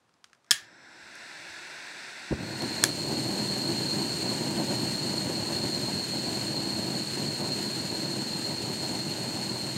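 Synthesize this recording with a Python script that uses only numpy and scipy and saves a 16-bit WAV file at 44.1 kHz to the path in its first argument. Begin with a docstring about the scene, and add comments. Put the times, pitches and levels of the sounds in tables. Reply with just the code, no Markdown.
"""Gas burner lit with a jet lighter

The lighter's trigger creaks, its piezo snaps and its thin jet comes closer. The gas catches with a soft
thump, hiss and whistle rise with the valve, and the trigger clacks back; the flame roars on.
Roar, hiss, jet and air are coloured noise; the whistle is resonated noise; clicks are short noise bursts
through shell and trigger resonances, with ringing modes and room echoes; hand bumps are damped sines."""
import sys
import numpy as np
from scipy import signal
from scipy.fft import rfft, irfft, next_fast_len
from scipy.io import wavfile
from scipy.ndimage import uniform_filter1d

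SR = 44100
rng = np.random.default_rng(int(sys.argv[2]) if len(sys.argv) > 2 else 0)


def transcribe(signal):
    """Save signal, clipped to [-1, 1], as a 16-bit WAV file at the path in sys.argv[1]."""
    frames = np.atleast_2d(signal).T
    limited = np.clip(frames, -1, 1)
    pcm = np.round(limited * 32767).astype(np.int16)
    wavfile.write(sys.argv[1], SR, pcm)


N = 430857
TIME_S = np.arange(N) / SR

# Flame roar, relative spectral density: freq_hz, density_db
ROAR_SPECTRUM = [(30, -32), (60, -25.5), (85, -10.5), (125, -1.5), (210, -2.5), (340, -2.5), (460, -10.5),
                 (600, -12.5), (970, -14.5), (1200, -28), (2000, -29), (4000, -47)]
# Peaks and hollows of table top and windscreen: freq_hz, width_hz, gain_db
ROAR_PEAKS = [(143, 23, 3), (162.3, 24, -3), (207, 43, 3), (270, 59, -1), (327.7, 31, 3), (455, 26, -6),
              (584, 67, 2.5)]
# Flame surges: centre_s, change_db, width_s
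SURGES = [(2.42, 6, 0.072), (2.635, 7.5, 0.06), (3.15, 1, .25), (4.7, 2, 0.33), (7.33, 1, 0.29),
          (9.1, 0.9, 0.44)]
# Catching thump before its low-pass, relative spectral density: freq_hz, density_db
THUMP_SPECTRUM = [(25, -23), (70, 4), (130, 0), (330, 5), (480, -4), (950, -7.5), (1400, -33), (4000, -50)]
# Gas hiss, relative spectral density: freq_hz, density_db
HISS_SPECTRUM = [(300, -15), (1200, -3.5), (1600, 2), (2200, -0.5), (2800, 0.5), (3800, 1), (4800, 1),
                 (5600, -4), (6500, -1.5), (8800, 0.5), (9600, -12), (10500, -17.5), (13000, -19),
                 (15500, -18.5)]
# Peaks and hollows of the mixing tube: freq_hz, width_hz, gain_db
HISS_PEAKS = [(2780, 370, 2.5), (3350, 136, -7.5), (5650, 230, -3), (5980, 220, 2), (7000, 500, 5),
              (7950, 250, -3), (8330, 490, 3), (10000, 400, 3), (10500, 400, 0.5), (11130, 400, 7.5),
              (11630, 370, 15), (12350, 500, 2), (13150, 550, -2)]
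# Edge tone in the mixing tube, relative levels, width of one resonator pass: freq_hz, width_hz, level_db
WHISTLE_TONES = [(4207, 158, 2.5), (4346, 207, 2.5)]
# Whistle falters: centre_s, change_db, width_s
FALTERS = [(4.55, -3.5, .35), (5.3, -2.5, .3), (9.3, -1.4, 0.28)]
# Lighter jet facing the burner, relative spectral density: freq_hz, density_db
JET_SPECTRUM = [(30, -35), (70, -27), (140, -12), (260, -11), (340, -4), (600, -7.5), (1000, -6), (1650, 1),
                (2600, -5), (4300, -7), (6000, -12.5), (8500, -17.5), (11500, -33), (15500, -41)]
# Its peaks and hollows: freq_hz, width_hz, gain_db
JET_PEAKS = [(464, 150, -7.5), (1190, 210, -11.5), (2740, 290, 2), (3090, 480, -10), (4870, 250, -2.5),
             (5650, 250, -1.5), (6650, 350, -6), (7250, 300, -3.5), (7900, 410, 3), (9200, 230, -4.5)]
# Extra colour while the jet is off to the side: freq_hz, gain_db
ASIDE_SPECTRUM = [(100, 7.5), (350, 6), (900, -0.5), (1600, 1), (2700, -8.5), (6000, -4), (9500, -12.5),
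                  (15000, -11.5)]
# Its peaks and hollows: freq_hz, width_hz, gain_db
ASIDE_PEAKS = [(4650, 450, -8.5), (5350, 800, 6.5), (6650, 400, -8.5), (7720, 450, 8.5)]
# Piezo hammer, rebound, two ticks, trigger release, relative levels:
# start_s, level_db, t60_s, bass_db, housing_share (0-1)
CLICKS = [(0.5093, 0, 0.0078, -22, .95), (0.5136, -2.5, 0.016, -1.5, 0.94), (1.154, -35, 0.0076, -12, 0.1),
          (2.621, -21.5, 0.0092, -20, 0.1), (2.8388, 3, 0.0097, -6.5, 0.18)]
# Trigger creaks under the thumb, levels on the click scale: start_s, level_db
CREAKS = [(.093, -71), (.14, -67), (0.2423, -46.5), (.298, -68), (.3315, -56), (.349, -64), (.445, -64),
          (.464, -66.5)]
# Broad click colour: freq_hz, gain_db
CLICK_COLOUR = [(40, -34.5), (250, -13.5), (850, -17.5), (1300, -6), (3000, -7.5), (6000, -3.5), (8400, -7),
                (11000, -18), (14000, -19.5), (16000, -30)]
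# Plastic shell resonances: freq_hz, width_hz, gain_db
SHELL_PEAKS = [(1150, 320, -0.5), (1710, 160, 14), (2370, 660, -8.5), (3320, 390, 11.5), (4000, 360, -3),
               (5200, 560, 10), (6800, 470, 3), (9300, 510, -10)]
# Trigger resonances: freq_hz, width_hz, gain_db
TRIGGER_PEAKS = [(650, 730, -8), (1310, 550, 8.5), (2300, 530, 2.5), (5150, 1400, 1.5), (9100, 700, 8)]
# Modes of housing and spring, relative levels: pitch_hz, level_db, t60_s
HOUSING_MODES = [(1640, -2, .22), (1680, 2, 0.266), (1810, -5, .38), (1780, -2, 0.38), (1960, -6, .22),
                 (3120, -4, .15), (3280, 3, .2), (3400, -4, .16), (4200, -13, .17), (4662, -10, .25),
                 (5240, -4.5, .19), (6900, -5, .14), (9350, 9, .09)]
# Dull bumps of hands on lighter and canister: start_s, level_db, pitch_hz, t60_s
BUMPS = [(0.519, -47, 133, .12), (.62, -61, 112, 0.44), (1.025, -61, 85, .18), (1.39, -59, 115, .15),
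         (1.495, -58, 88, .22)]
# Room reverberation: freq_hz, t60_s
ROOM_T60 = [(150, 0.51), (1500, 0.27), (5000, 0.26), (9000, 0.2), (15000, 0.19)]
# Quiet room air, relative spectral density: freq_hz, density_db
AIR_SPECTRUM = [(30, -21), (60, -7), (120, 1.5), (300, 0), (1200, -2), (2800, -11), (4500, -12),
                (9000, -19), (15000, -35)]

# Flame: ROAR_DB at full flow and spread, SMALL_FLAME_DB added at ignition
CATCH_S, SPREAD_S = 2.304, 0.86
ROAR_DB, SMALL_FLAME_DB = -33, -8.5
ROAR_DB_PER_SAG_DB = 1.54
FLARE_DB, FLARE_ATTACK_S, FLARE_HOLD_S, FLARE_T60_S = -23.5, 0.014, 0.013, 0.075
# Gas: levels at full flow; the flow sags as the canister cools
VALVE_OPEN_S, VALVE_TIME_CONSTANT_S = 2.37, 0.35
HISS_DB, WHISTLE_DB = -39, -34
WHISTLE_DB_PER_SAG_DB = 1.54
SAG_FROM_S, SAG_DB_PER_S = 4.68, 0.4058
# Lighter: leaks, lights, dies; jet level at NEAR_M, unlit leak relative to the lit jet
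LEAK_S, SPARK_S, LET_GO_S, JET_SWITCH_S = 0.455, 0.509, 2.83, 0.033
JET_DB, LEAK_DB = -42.5, -8
# The hand brings the lighter to the burner and turns it on the way
FAR_M, NEAR_M, MOVE_MID_S, MOVE_EASE_S = 0.83, 0.15, 0.76, 0.2
TURN_MID_S, TURN_EASE_S = 0.99, 0.12
CREAK_T60_S, CREAK_BASS_DB = 0.018, 18


def flame(puff_db=0.81, puff_rate_hz=10, flutter_db=1.9, flutter_rate_hz=130,
          catch_s=0.011, bright_db=1.0, bright_hz=480):
    """Turbulent burning: a low roar that swells and brightens with each tongue and flutters with eddies."""
    spread_db = SMALL_FLAME_DB * (1 - ramp(CATCH_S, SPREAD_S))
    level_db = ROAR_DB + spread_db + ROAR_DB_PER_SAG_DB * sag_db() + swells(SURGES)
    tongues = drift(puff_rate_hz)
    strength_db = puff_db * tongues + flutter_db * drift(flutter_rate_hz)
    eddies = rng.standard_normal(N) * from_db(strength_db)
    high_pass = signal.butter(2, bright_hz, "high", fs=SR, output="sos")
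    small_eddies = signal.sosfiltfilt(high_pass, eddies)
    eddies = eddies + (from_db(bright_db * tongues) - 1) * small_eddies
    roar = rms_one(colour(eddies, ROAR_SPECTRUM, ROAR_PEAKS))
    return ramp(CATCH_S, catch_s) * from_db(level_db) * roar


def flare(top_hz=330, steady_s=0.016):
    """The gathered gas expands at once as it catches: a short thump, deeper than the roar."""
    low_pass = signal.butter(1, top_hz, fs=SR, output="sos")
    puff = signal.sosfilt(low_pass, noise(THUMP_SPECTRUM))
    # even out the short-term power
    puff = puff / np.sqrt(uniform_filter1d(puff ** 2, int(steady_s * SR)) + 1e-12)
    decay_age_s = np.maximum(TIME_S - CATCH_S - FLARE_ATTACK_S - FLARE_HOLD_S, 0)
    envelope = ramp(CATCH_S, FLARE_ATTACK_S) * np.exp(-np.log(1000) * decay_age_s / FLARE_T60_S)
    return from_db(FLARE_DB) * envelope * puff


def gas_jet(flutter_db=1.0, waver_db=0.74):
    """Gas hisses from the nozzle and drives a breathy whistle in the mixing tube; both follow the flow."""
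    valve = 1 - np.exp(-np.maximum(TIME_S - VALVE_OPEN_S, 0) / VALVE_TIME_CONSTANT_S)
    hiss_db = HISS_DB + sag_db() + flutter_db * drift(28)
    hiss = from_db(hiss_db) * noise(HISS_SPECTRUM, HISS_PEAKS)
    whistle = 0
    for hz, width_hz, level_db in WHISTLE_TONES:
        tone = resonate(rng.standard_normal(N), hz, width_hz)
        tone = resonate(tone, hz, width_hz)
        whistle = whistle + from_db(level_db) * rms_one(tone)
    whistle_db = WHISTLE_DB + WHISTLE_DB_PER_SAG_DB * sag_db() + swells(FALTERS) + waver_db * drift(16)
    return valve * (hiss + from_db(whistle_db) * rms_one(whistle))


def lighter_jet(flutter_db=0.17):
    """A small jet, louder as it nears; hollow and dull from the side, brighter as it faces the burner."""
    distance_m = FAR_M + (NEAR_M - FAR_M) * ease(MOVE_MID_S, MOVE_EASE_S)
    facing = ease(TURN_MID_S, TURN_EASE_S)
    leak = from_db(LEAK_DB) * ramp(LEAK_S, JET_SWITCH_S)
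    lit = ramp(SPARK_S, JET_SWITCH_S)
    running = np.maximum(leak, lit) * (1 - ramp(LET_GO_S, JET_SWITCH_S))
    jet = noise(JET_SPECTRUM, JET_PEAKS)
    aside = colour(jet, ASIDE_SPECTRUM, ASIDE_PEAKS)
    level = running * NEAR_M / distance_m * from_db(JET_DB + flutter_db * drift(16))
    return level * (facing * jet + (1 - facing) * aside)


def lighter_clicks(crack_db=3.0, ring_db=-32, bass_hz=2300, strike_gain=3.2):
    """Contacts are a sharp strike and decaying chatter; the housing's share also sets its modes ringing."""
    in_shell, in_trigger, blows = np.zeros((3, N))
    age_s = np.arange(SR // 10) / SR
    low_pass = signal.butter(1, bass_hz, fs=SR, output="sos")
    creaks = [(s, db, CREAK_T60_S, CREAK_BASS_DB, 0) for s, db in CREAKS]
    for start_s, level_db, t60_s, bass_db, share in creaks + CLICKS:
        at, share = round(start_s * SR), np.clip(share, 0, 1)
        burst = rng.choice([-1, 1], len(age_s)) * from_db(level_db - 60 * age_s / t60_s)
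        burst[0] *= strike_gain
        bass = signal.sosfilt(low_pass, burst)
        burst = burst + (from_db(bass_db) - 1) * bass  # soft contacts are richer in bass
        in_shell[at:at + len(age_s)] += share * burst
        in_trigger[at:at + len(age_s)] += (1 - share) * burst
        blows[at] = share * from_db(level_db + bass_db)
    crack = colour(in_shell, CLICK_COLOUR, SHELL_PEAKS) + colour(in_trigger, CLICK_COLOUR, TRIGGER_PEAKS)
    housing = 0
    for k, (hz, level_db, t60_s) in enumerate(HOUSING_MODES):
        housing = housing + (-1) ** k * from_db(level_db) * ring(blows, hz, t60_s)  # alternating polarity
    return from_db(crack_db) * crack + from_db(ring_db) * housing


def bumps():
    """Soft knocks, each one low damped swing."""
    knocks = 0
    for start_s, level_db, hz, t60_s in BUMPS:
        impulse = np.zeros(N)
        impulse[round(start_s * SR)] = 1
        knocks = knocks + from_db(level_db) * ring(impulse, hz, t60_s)
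    return knocks


def room(x, early_db=6, early_t60_s=0.067, wall_delay_s=0.007):
    """Diffuse echoes: each band's energy lingers as noise, strong early reflections over a longer tail."""
    age_s, echoes = np.arange(SR // 2) / SR, 0
    edges_hz = np.geomspace(150, 17000, 13)
    for low_hz, high_hz in zip(edges_hz, edges_hz[1:]):
        band = signal.butter(3, [low_hz, high_hz], "band", fs=SR, output="sos")
        tail = from_db(-60 * age_s / at_hz(ROOM_T60, np.sqrt(low_hz * high_hz)))
        early = from_db(early_db - 60 * age_s / early_t60_s)
        decay = (tail ** 2 + early ** 2) * (age_s > wall_delay_s)
        energy = signal.oaconvolve(signal.sosfilt(band, x) ** 2, decay / decay.sum())[:N]
        carrier = rms_one(signal.sosfilt(band, rng.standard_normal(N)))
        echoes = echoes + np.sqrt(np.maximum(energy, 0)) * carrier
    return echoes


def room_air(level_db=-70.5):
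    """Faint steady noise of the quiet room."""
    return from_db(level_db) * noise(AIR_SPECTRUM)


def sag_db():
    """Loss of gas flow as the canister cools."""
    return -SAG_DB_PER_S * np.maximum(TIME_S - SAG_FROM_S, 0)


def swells(rows):
    """Bell-shaped rises or dips in dB, width at half height."""
    return sum(db * bell(TIME_S, centre_s, width_s) for centre_s, db, width_s in rows)


def bell(x, centre, width):
    """Gaussian of height 1, width at half height."""
    return 0.5 ** ((2 * (x - centre) / width) ** 2)


def ramp(start_s, length_s):
    """Straight rise from 0 to 1."""
    return np.clip((TIME_S - start_s) / length_s, 0, 1)


def ease(middle_s, width_s):
    """Smooth move from 0 to 1."""
    return 0.5 + 0.5 * np.tanh((TIME_S - middle_s) / (2 * width_s))


def drift(rate_hz):
    """Smooth random wander, about rate_hz changes a second, unit RMS."""
    size = next_fast_len(N)
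    hz = np.fft.rfftfreq(size, 1 / SR)
    spectrum = rfft(rng.standard_normal(size)) / (1 + (hz / rate_hz) ** 2)
    return rms_one(irfft(spectrum, size)[:N])


def noise(spectrum, peaks=()):
    """Coloured turbulence of unit power."""
    return rms_one(colour(rng.standard_normal(N), spectrum, peaks))


def colour(x, spectrum, peaks=()):
    """Minimum-phase filter: a broad spectrum with bell-shaped peaks and hollows."""
    size = 2 * next_fast_len(N // 2 + SR // 10)
    hz = np.maximum(np.fft.rfftfreq(size, 1 / SR), 1)
    gain_db = at_hz(spectrum, hz) + sum(db * bell(hz, f, width_hz) for f, width_hz, db in peaks)
    cepstrum = irfft(np.log(from_db(gain_db)))
    cepstrum[1:size // 2] *= 2  # fold to causal
    response = np.exp(rfft(cepstrum[:size // 2], size))
    return irfft(rfft(x, size) * response)[:N]


def resonate(x, hz, width_hz):
    """Two-pole resonance with gain 1 on top."""
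    r = np.exp(-np.pi * width_hz / SR)
    feedback = [1, -2 * r * np.cos(2 * np.pi * hz / SR), r * r]
    return signal.lfilter(np.array([1, 0, -1]) * (1 - r * r) / 2, feedback, x)


def ring(x, hz, t60_s):
    """A unit click starts a decaying sine of initial height 1."""
    r, w = from_db(-60 / (t60_s * SR)), 2 * np.pi * hz / SR
    return signal.lfilter([0, np.sin(w)], [1, -2 * r * np.cos(w), r * r], x + 1e-18)


def at_hz(points, hz):
    """Interpolate a table on a log-frequency axis."""
    f, value = np.transpose(points)
    return np.interp(np.log(hz), np.log(f), value)


def from_db(db):
    """Decibels to gain."""
    return 10 ** (np.asarray(db) / 20)


def rms_one(x):
    """Scale to unit power."""
    return x / np.sqrt(np.mean(x ** 2) + 1e-20)


def scene(room_db=-13):
    """Burner, lighter and quiet room, the same in both channels; only the clicks get room echoes."""
    clicks = lighter_clicks()
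    burner = flame() + flare() + gas_jet()
    lighter = lighter_jet() + clicks + from_db(room_db) * room(clicks)
    mono = burner + lighter + bumps() + room_air()
    return np.array([mono, mono])


def record(dry, low_cut_hz=45, high_cut_hz=15700):
    """Peaks beyond full scale clip; the deep bass and the top are cut."""
    low_cut = signal.butter(2, low_cut_hz, "high", fs=SR, output="sos")
    high_cut = signal.ellip(10, 0.1, 80, high_cut_hz, fs=SR, output="sos")
    limited = signal.sosfilt(low_cut, np.clip(dry, -1, 1))
    return signal.sosfilt(high_cut, limited)


dry = scene()
out = record(dry)
transcribe(out)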